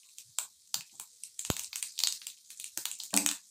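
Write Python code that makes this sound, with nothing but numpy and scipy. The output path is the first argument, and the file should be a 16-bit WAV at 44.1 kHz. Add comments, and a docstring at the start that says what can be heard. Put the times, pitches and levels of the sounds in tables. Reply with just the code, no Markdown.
"""Small seeds burst with sharp pops in hot oil in a round metal pan; each pop is a click with a spatter and a short ring.
The bowl of the pan and the tiled kitchen answer each pop. Around them lies a dense fizz, made of thousands of tiny clicks.
Something hollow is knocked near the end (decaying tones), and a puff hits the microphone (one filtered jolt).
Behind it are a rumble, a hum and faint low swells. The recorder's noise suppressor holds steady sound down
and lets it through just after each sound that rises well above it."""
import sys
import numpy as np
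from scipy import signal
from scipy.fft import rfft, irfft
from scipy.io import wavfile
from scipy.ndimage import uniform_filter1d, minimum_filter1d

SR = 44100
rng = np.random.default_rng(int(sys.argv[2]) if len(sys.argv) > 2 else 0)


def master(y):
    """Save y as 16-bit WAV."""
    cut = np.clip(np.atleast_2d(y).T, -1, 1)
    pcm = np.round(cut * 32767)  # scale
    wavfile.write(sys.argv[1], SR, pcm.astype(np.int16))


N = 154350   # length in samples: 3.5 s


def amp(db):
    """Turn decibels into a plain multiplier."""
    return 10 ** (np.asarray(db) / 20)


def rms_one(x):
    """Scale a sound to an average strength (rms) of 1."""
    return x / np.sqrt(np.mean(x ** 2) + 1e-20)


def peak_one(x):
    """Scale a sound so that its highest peak is 1."""
    return x / np.abs(x).max()


def at_hz(points, hz):
    """Read a (pitch, value) table at any pitch, with straight lines over log pitch."""
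    pitches, values = np.transpose(points)
    return np.interp(np.log(np.maximum(hz, 1)), np.log(pitches), values)


def drift(rate_hz):
    """Slow random wandering with spread 1: smoothed noise, made at 1/40 of the sample rate."""
    r = np.exp(-2 * np.pi * rate_hz * 40 / SR)
    noise = rng.standard_normal(N // 40 + 2002)
    slow = signal.lfilter([1], [1, -2 * r, r * r], noise)[2000:]   # skip the filter's start
    return np.interp(np.arange(N) / 40, np.arange(len(slow)), rms_one(slow))


def ring(x, hz, t60_s):
    """A resonance: a unit click sets off a sine of height 1 that falls 60 dB in t60_s."""
    r = amp(-60 / (t60_s * SR))
    w = 2 * np.pi * hz / SR
    return signal.lfilter([0, np.sin(w)], [1, -2 * r * np.cos(w), r * r], x + 1e-18)


def band(x, low_hz, high_hz, order=2):
    """Keep only the sound between two pitches."""
    return signal.sosfilt(signal.butter(order, [low_hz, high_hz], "band", fs=SR, output="sos"), x)


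def coloured(tracks, spectrum, patchy_db):
    """Shape two noise tracks in 21 narrow bands, each with its own level and flicker; rms 1."""
    edges = np.geomspace(spectrum[0][0], spectrum[-1][0], 22)
    together = drift(8)   # flicker that all bands share
    out = np.zeros(N)
    for k, (low, high) in enumerate(zip(edges, edges[1:])):
        flicker_db = patchy_db * (0.26 * together + drift(11))
        level_db = at_hz(spectrum, np.sqrt(low * high)) + flicker_db
        out += amp(level_db) * band(tracks[k % 2], low, high, order=3)
    return rms_one(out)


def pops():
    """Each seed bursts as a click with spatter, rings at its own pitch and bounces in the bowl; four tracks."""
    # Bursting seeds: start_s, level_db (the 5.87-8.75 kHz part), ring_pitch_hz,
    # then levels over that part: lows_db (under 2 kHz), mids_db (2-5 kHz), highs_db (over 10 kHz)
    seeds = [(0.0335, -38, 7100, -31, -3, -3), (0.09, -38, 8500, -31, -5, -4),
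             (0.173, -47, 7000, -33, 0, -12.5), (0.1849, -26.5, 8400, -24, -7, -8),
             (0.3866, -12.5, 8400, -15.5, -7.5, -3.5), (0.676, -33, 9000, -23, -9, -19),
             (0.7436, -10, 4750, -18, -12, -6), (0.809, -28.5, 8400, -17, -2, -7),
             (0.897, -47, 5240, -35, 6.5, -5), (0.9989, -22.5, 7800, -16.5, -8.5, 0),
             (1.2366, -24.5, 9150, -38, -10.5, -9), (1.3936, -19.5, 7900, -33, -10, -9),
             (1.4505, -18.5, 7200, -20, -8, -12.5), (1.5021, -19, 8420, -9.5, 0.5, 3.5),
             (1.5671, -20, 8000, -16, -5, -5.5), (1.595, -17, 7600, -22.5, -10, -5.5),
             (1.637, -26, 7500, -39, -17, -8), (1.6452, -23, 4960, -31, -15.5, -18),
             (1.7309, -34.5, 2500, -5.5, 13.5, 5), (1.7585, -18, 7680, -18.5, -7.5, -4),
             (1.8275, -17.5, 8740, -23.5, -5.5, -8), (1.9791, -30.5, 4150, -21.5, -2, -11),
             (1.9911, -14.5, 4200, -45, -12.5, -4), (2.0034, -21, 3930, -26.5, -3.5, -30),
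             (2.0369, -12, 4540, -20, -0.5, -1.5), (2.0728, -9, 3800, -26.5, -10, -23),
             (2.1248, -19.5, 5000, -40, -9, -4), (2.2182, -33, 3530, -31, 0, -6),
             (2.2692, -23.5, 8330, -22, -4, -0.5), (2.3014, -35.5, 3590, -29, -3, -16),
             (2.3749, -49, 3880, -37.5, 6.5, -19), (2.5047, -28, 7660, -18.5, -4.5, -1.5),
             (2.575, -29.5, 7930, -48.5, -20, -20), (2.6, -22.5, 7500, -32.5, -6.5, -3.5),
             (2.6432, -20, 6870, -32, -9.5, -12), (2.7753, -16.5, 8300, -16.5, -7, 1),
             (2.8554, -16, 7200, -14, -2.5, -2.5), (2.915, -20.5, 7880, -43.5, -10, -25),
             (2.9893, -29, 8800, -42, -11, -4), (3.0023, -33.5, 3730, -13.5, 7, -10),
             (3.036, -27, 7850, -19.5, -9.5, -1), (3.1068, -32.5, 8460, -25, -5.5, -1),
             (3.141, -11.5, 7400, -16, -5.5, -6), (3.1654, -6, 6700, -22, -24, -1),
             (3.175, -6, 7600, -18, -6, -19), (3.2628, -7.5, 7800, -13.5, -8.5, -5),
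             (3.29, -11.5, 4160, -16, -10, -30), (3.3138, -18, 8160, -11.5, -4, -3)]
    # Bounces off the bowl: delay_s (before stretching by place), level_db
    bowl_echoes = [(.0018, -8), (.0026, -15.5)]
    onset_s = -.0004   # shifts every start
    spatter_t60_s, spatter_db = 0.0045, -13.5
    ring_db, ring_cycles = -4.5, 11   # ring level over the burst; cycles to fall 60 dB

    t = np.arange(1024) / SR
    out = np.zeros((4, N + SR))
    bursts = amp(spatter_db - 60 * t / spatter_t60_s) * rng.standard_normal((len(seeds), len(t)))
    bursts[:, 0] = -1   # the click
    places = rng.uniform(.85, 1.4, len(seeds))   # where in the bowl: stretches the echo delays
    for k, (start_s, level_db, ring_hz, lows_db, mids_db, highs_db) in enumerate(seeds):
        burst = bursts[k]
        pop = peak_one(band(burst, 5870, 8750))
        pop += amp(lows_db) * peak_one(band(burst, 718, 1978, order=3))
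        pop += amp(mids_db) * peak_one(band(burst, 2385, 5070, order=3))
        pop += amp(highs_db) * peak_one(band(burst, 10320, 18600))
        ringing = peak_one(ring(band(burst, 1400, 14200), ring_hz, ring_cycles / ring_hz))
        pop = pop + amp(ring_db) * np.abs(pop).max() * ringing
        bounced = band(pop, 2500, 12000, order=1)   # echoes are mostly treble

        i = int((start_s + onset_s) * SR)
        out[k % 4, i:i + len(t)] += amp(level_db) * pop
        for delay_s, echo_db in bowl_echoes:
            i = int((start_s + onset_s + delay_s * places[k]) * SR)
            out[k % 4, i:i + len(t)] += amp(level_db + echo_db) * bounced
    return out[:, :N]


def fizz():
    """Thousands of tiny steam bubbles a second, each a click of random sign and strength."""
    # Tone of the fizz: pitch_hz, relative level_db (per Hz)
    fizz_tone = [(500, -33.5), (900, -27), (1600, -28.5), (2400, -26.5), (3100, -28.5), (3600, -12),
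                 (5000, -12), (6900, -10.5), (8700, -9.5), (9600, -15), (11500, -21.5), (13000, -18),
                 (14000, -23.5), (16500, -17.5)]
    # Loudness of the fizz over time: time_s, level_db
    fizz_loudness = [(0, -49), (.15, -47), (.3, -47.5), (.6, -50.5), (.93, -47.5), (1.15, -48),
                     (1.35, -47.5), (1.9, -45), (2.199, -47), (2.45, -47.5), (2.75, -46), (3.1, -45),
                     (3.5, -48)]
    bubbles_per_s, spread_db, patchy_db = 9000, 4.5, 2

    happens = rng.random((2, N)) < bubbles_per_s / SR
    signs = rng.choice([-1, 1], (2, N))
    strengths = amp(spread_db * np.minimum(rng.exponential(1, (2, N)), 5))
    bubbles = happens * signs * strengths
    loudness_db = np.interp(np.arange(N) / SR, *np.transpose(fizz_loudness))
    return amp(loudness_db) * coloured(bubbles, fizz_tone, patchy_db)


def knocks():
    """A soft blow and its bounce set a hollow thing ringing; a short rattle after each keeps it stirring."""
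    # Blows: start_s, level_db (force)
    blows = [(3.131, -33), (3.146, -39.5)]
    # Tones of the hollow thing: pitch_hz, level_db (over the force), t60_s (time to fall 60 dB)
    hollow_tones = [(195.9, -3, 0.45), (216.6, -7, 0.55), (280.5, -7.5, 0.6), (293, -3, 1),
                    (320, -11, 0.31), (390, -13, 0.37), (490, -12, 0.36), (564.6, -8.5, 0.26),
                    (669, -6, 0.17), (707, -10, 0.2), (736, -12, 0.2), (833, -11, 0.4), (866, -12, 0.35),
                    (966, -13, 0.24), (1137, -11, 0.1), (1560, -12, 0.09), (1880, -9, 0.07)]
    softness_hz = 2160   # the blow loses its treble above this
    rattle_db, rattle_t60_s = -31.5, 0.14
    thud_db = 17   # the unpitched part of the blow, over its force
    damped_s, damped_db_per_s = 3.325, 899   # when and how fast the ringing is stilled

    t = np.arange(N) / SR
    force = np.zeros(N)
    white = rng.standard_normal(N)
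    for start_s, level_db in blows:
        force[int(start_s * SR)] += amp(level_db)
        fall_db = 60 * np.maximum(t - start_s, 0) / rattle_t60_s
        force += amp(level_db + rattle_db - fall_db) * (t > start_s) * white
    r = np.exp(-2 * np.pi * softness_hz / SR)
    force = signal.lfilter([(1 - r) ** 2], [1, -2 * r, r * r], force + 1e-18)

    knocked = amp(thud_db) * force
    for k, (hz, level_db, t60_s) in enumerate(hollow_tones):
        knocked += (-1) ** k * amp(level_db) * ring(force, hz, t60_s)   # signs alternate
    damping = amp(-damped_db_per_s * np.maximum(t - damped_s, 0))
    return damping * band(knocked, 140, 4000)


def puff():
    """A pressure jolt on the microphone port, which swings back through its low-cut."""
    start_s, rise_s, fall_s = 1.502, .0001, .0009
    level_db = -10   # before the rise, fall and low-cut shape it
    port_hz, port_damping = 76.6, 0.52

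    t = np.maximum(np.arange(N) / SR - start_s, 0)
    jolt = amp(level_db) * (1 - np.exp(-t / rise_s)) * np.exp(-t / fall_s)
    w = 2 * np.pi * port_hz
    low_cut = signal.bilinear([1, 0, 0], [1, 2 * port_damping * w, w * w], SR)
    return signal.lfilter(*low_cut, jolt + 1e-18)


def kitchen(x):
    """Tiled walls: a dense tail swells in and dies band by band, with one distinct wall echo."""
    # How long the room rings: pitch_hz, t60_s (time to fall 60 dB)
    room_t60 = [(200, 0.53), (800, 0.38), (2000, 0.26), (6000, 0.28), (15000, 0.19)]
    tail_db, wall_echo_db = -5.5, -16
    first_s = 0.008   # the tail swells for this long; the wall echo comes 1 to 1.4 times as late

    t = np.arange(SR // 2) / SR
    white = rng.standard_normal(len(t))
    edges = np.geomspace(150, 16000, 10)
    tail = np.zeros(len(t))
    for low, high in zip(edges, edges[1:]):
        tail += band(white, low, high) * amp(-60 * t / at_hz(room_t60, np.sqrt(low * high)))
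    tail *= np.clip(t / first_s, .55, 1) ** 2
    tail *= amp(tail_db) / np.sqrt(np.sum(tail ** 2))
    tail[int(first_s * rng.uniform(1, 1.4) * SR)] += amp(wall_echo_db)
    return signal.fftconvolve(x, tail)[:N]


def background():
    """Flame and room rumble (shaped noise), a wavering hum (sines) and faint low swells (bands of noise)."""
    # Tone of the flame and room: pitch_hz, relative level_db (per Hz)
    rumble_tone = [(25, -45), (60, -25.5), (120, -20), (200, -22), (350, -24.5), (500, -22.5), (600, -32),
                   (900, -40.5)]
    # Hum tones: pitch_hz, level_db (wavers around this)
    hum_tones = [(200, -72.5), (300, -85.5), (490, -75.5)]
    # Low swells: start_s, length_s, centre_hz, width_hz, level_db (at the top of the swell)
    low_swells = [(0.004, 0.13, 1087, 143, -67.5), (0.24, 0.093, 150, 102.4, -62.5),
                  (0.74, 0.068, 154, 91.5, -55.5), (0.902, 0.11, 280, 300, -61),
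                  (0.91, 0.056, 730, 196, -62), (0.979, 0.048, 298, 306, -59), (1.6, 0.048, 90, 81, -66.5),
                  (2.769, 0.026, 296, 422, -49), (3.127, 0.19, 90, 119, -65.5)]

    t = np.arange(N) / SR
    out = amp(-67.5) * coloured(rng.standard_normal((2, N)), rumble_tone, patchy_db=0)
    for hz, level_db in hum_tones:
        wavering = amp(level_db + 4.2 * drift(3.6))
        out += wavering * np.sin(2 * np.pi * hz * t + 2.4 * drift(1.6))
    white = rng.standard_normal(N)
    for start_s, length_s, hz, width_hz, level_db in low_swells:
        rise_and_fall = np.sin(np.pi * np.clip((t - start_s) / length_s, 0, 1))
        noise = rms_one(band(white, hz - width_hz / 2, hz + width_hz / 2))
        out += amp(level_db) * rise_and_fall * noise
    return out


def scene():
    """Mix the close sounds with the softer-topped fizz, room answers and background."""
    near, knocked = pops(), knocks()
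    steady = fizz() + background()
    steady += sum(kitchen(track) for track in near)
    steady += kitchen(amp(-18.5) * knocked)
    steady = signal.sosfilt(signal.cheby2(16, 40, 15600, fs=SR, output="sos"), steady)   # cut the top
    return (near.sum(axis=0) + steady + knocked + puff())[None]


def suppress(x):
    """In each band: find the steady level, open when the sound rises over it, hold, and close again."""
    # How far the closed suppressor turns the sound down: pitch_hz, depth_db
    closed_depth = [(100, 22.5), (600, 27), (1500, 16), (3000, 13), (8000, 11), (15000, 16.5)]
    open_over_db, open_slope = 3.5, 1.82   # rise needed to open, and how steeply it then opens
    hold_s, release_db_per_s, close_s = 0.02, 349.5, 0.0087
    shared_opening = 0.59   # how much the upper bands' average opening opens every band
    lead = 60   # samples by which it opens ahead of the sound

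    spectrum, hz, t = rfft(x), np.fft.rfftfreq(N, 1 / SR), np.arange(N) / SR
    centres = np.geomspace(80, 14000, 16)
    r = np.exp(-1 / (close_s * SR))
    hold = int(hold_s * SR / 2) * 2 + 1
    parts, opens = [], []
    for k, centre in enumerate(centres):
        # overlapping bands that add up to the whole sound
        weight = np.interp(np.log(hz + 1), np.log(centres), np.arange(16) == k)
        part = irfft(spectrum * weight, N)
        power = uniform_filter1d(part ** 2, size=int(SR * (0.0023 + 1.5 / centre)))
        level_db = 10 * np.log10(np.maximum(power, 1e-14))
        # hold the highest recent level, then let it fall at the release speed
        level_db = -minimum_filter1d(-level_db, size=hold, origin=hold // 2)
        fall_db = release_db_per_s * t
        held_db = np.maximum.accumulate(level_db + fall_db) - fall_db
        steady_db = np.percentile(held_db, 15)
        rise_db = held_db - steady_db - open_over_db
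        opening = np.clip(open_slope * rise_db / max(at_hz(closed_depth, centre), 1), 0, 1)
        opening = np.maximum(opening, signal.lfilter([1 - r], [1, -r], opening))   # close gently
        parts.append(part)
        opens.append(np.r_[opening[lead:], opening[-lead:]])

    together = shared_opening * np.mean(opens[8:], axis=0)
    out = np.zeros(N)
    for part, own, centre in zip(parts, opens, centres):
        out += part * amp(at_hz(closed_depth, centre) * (np.maximum(own, together) - 1))
    return out


def record(dry):
    """The recorder suppresses noise, then cuts the top above 16.8 kHz."""
    top_cut = signal.cheby2(12, 60, 16800, fs=SR, output="sos")
    return signal.sosfilt(top_cut, suppress(dry[0]))[None]


dry = scene()
out = record(dry)
master(out)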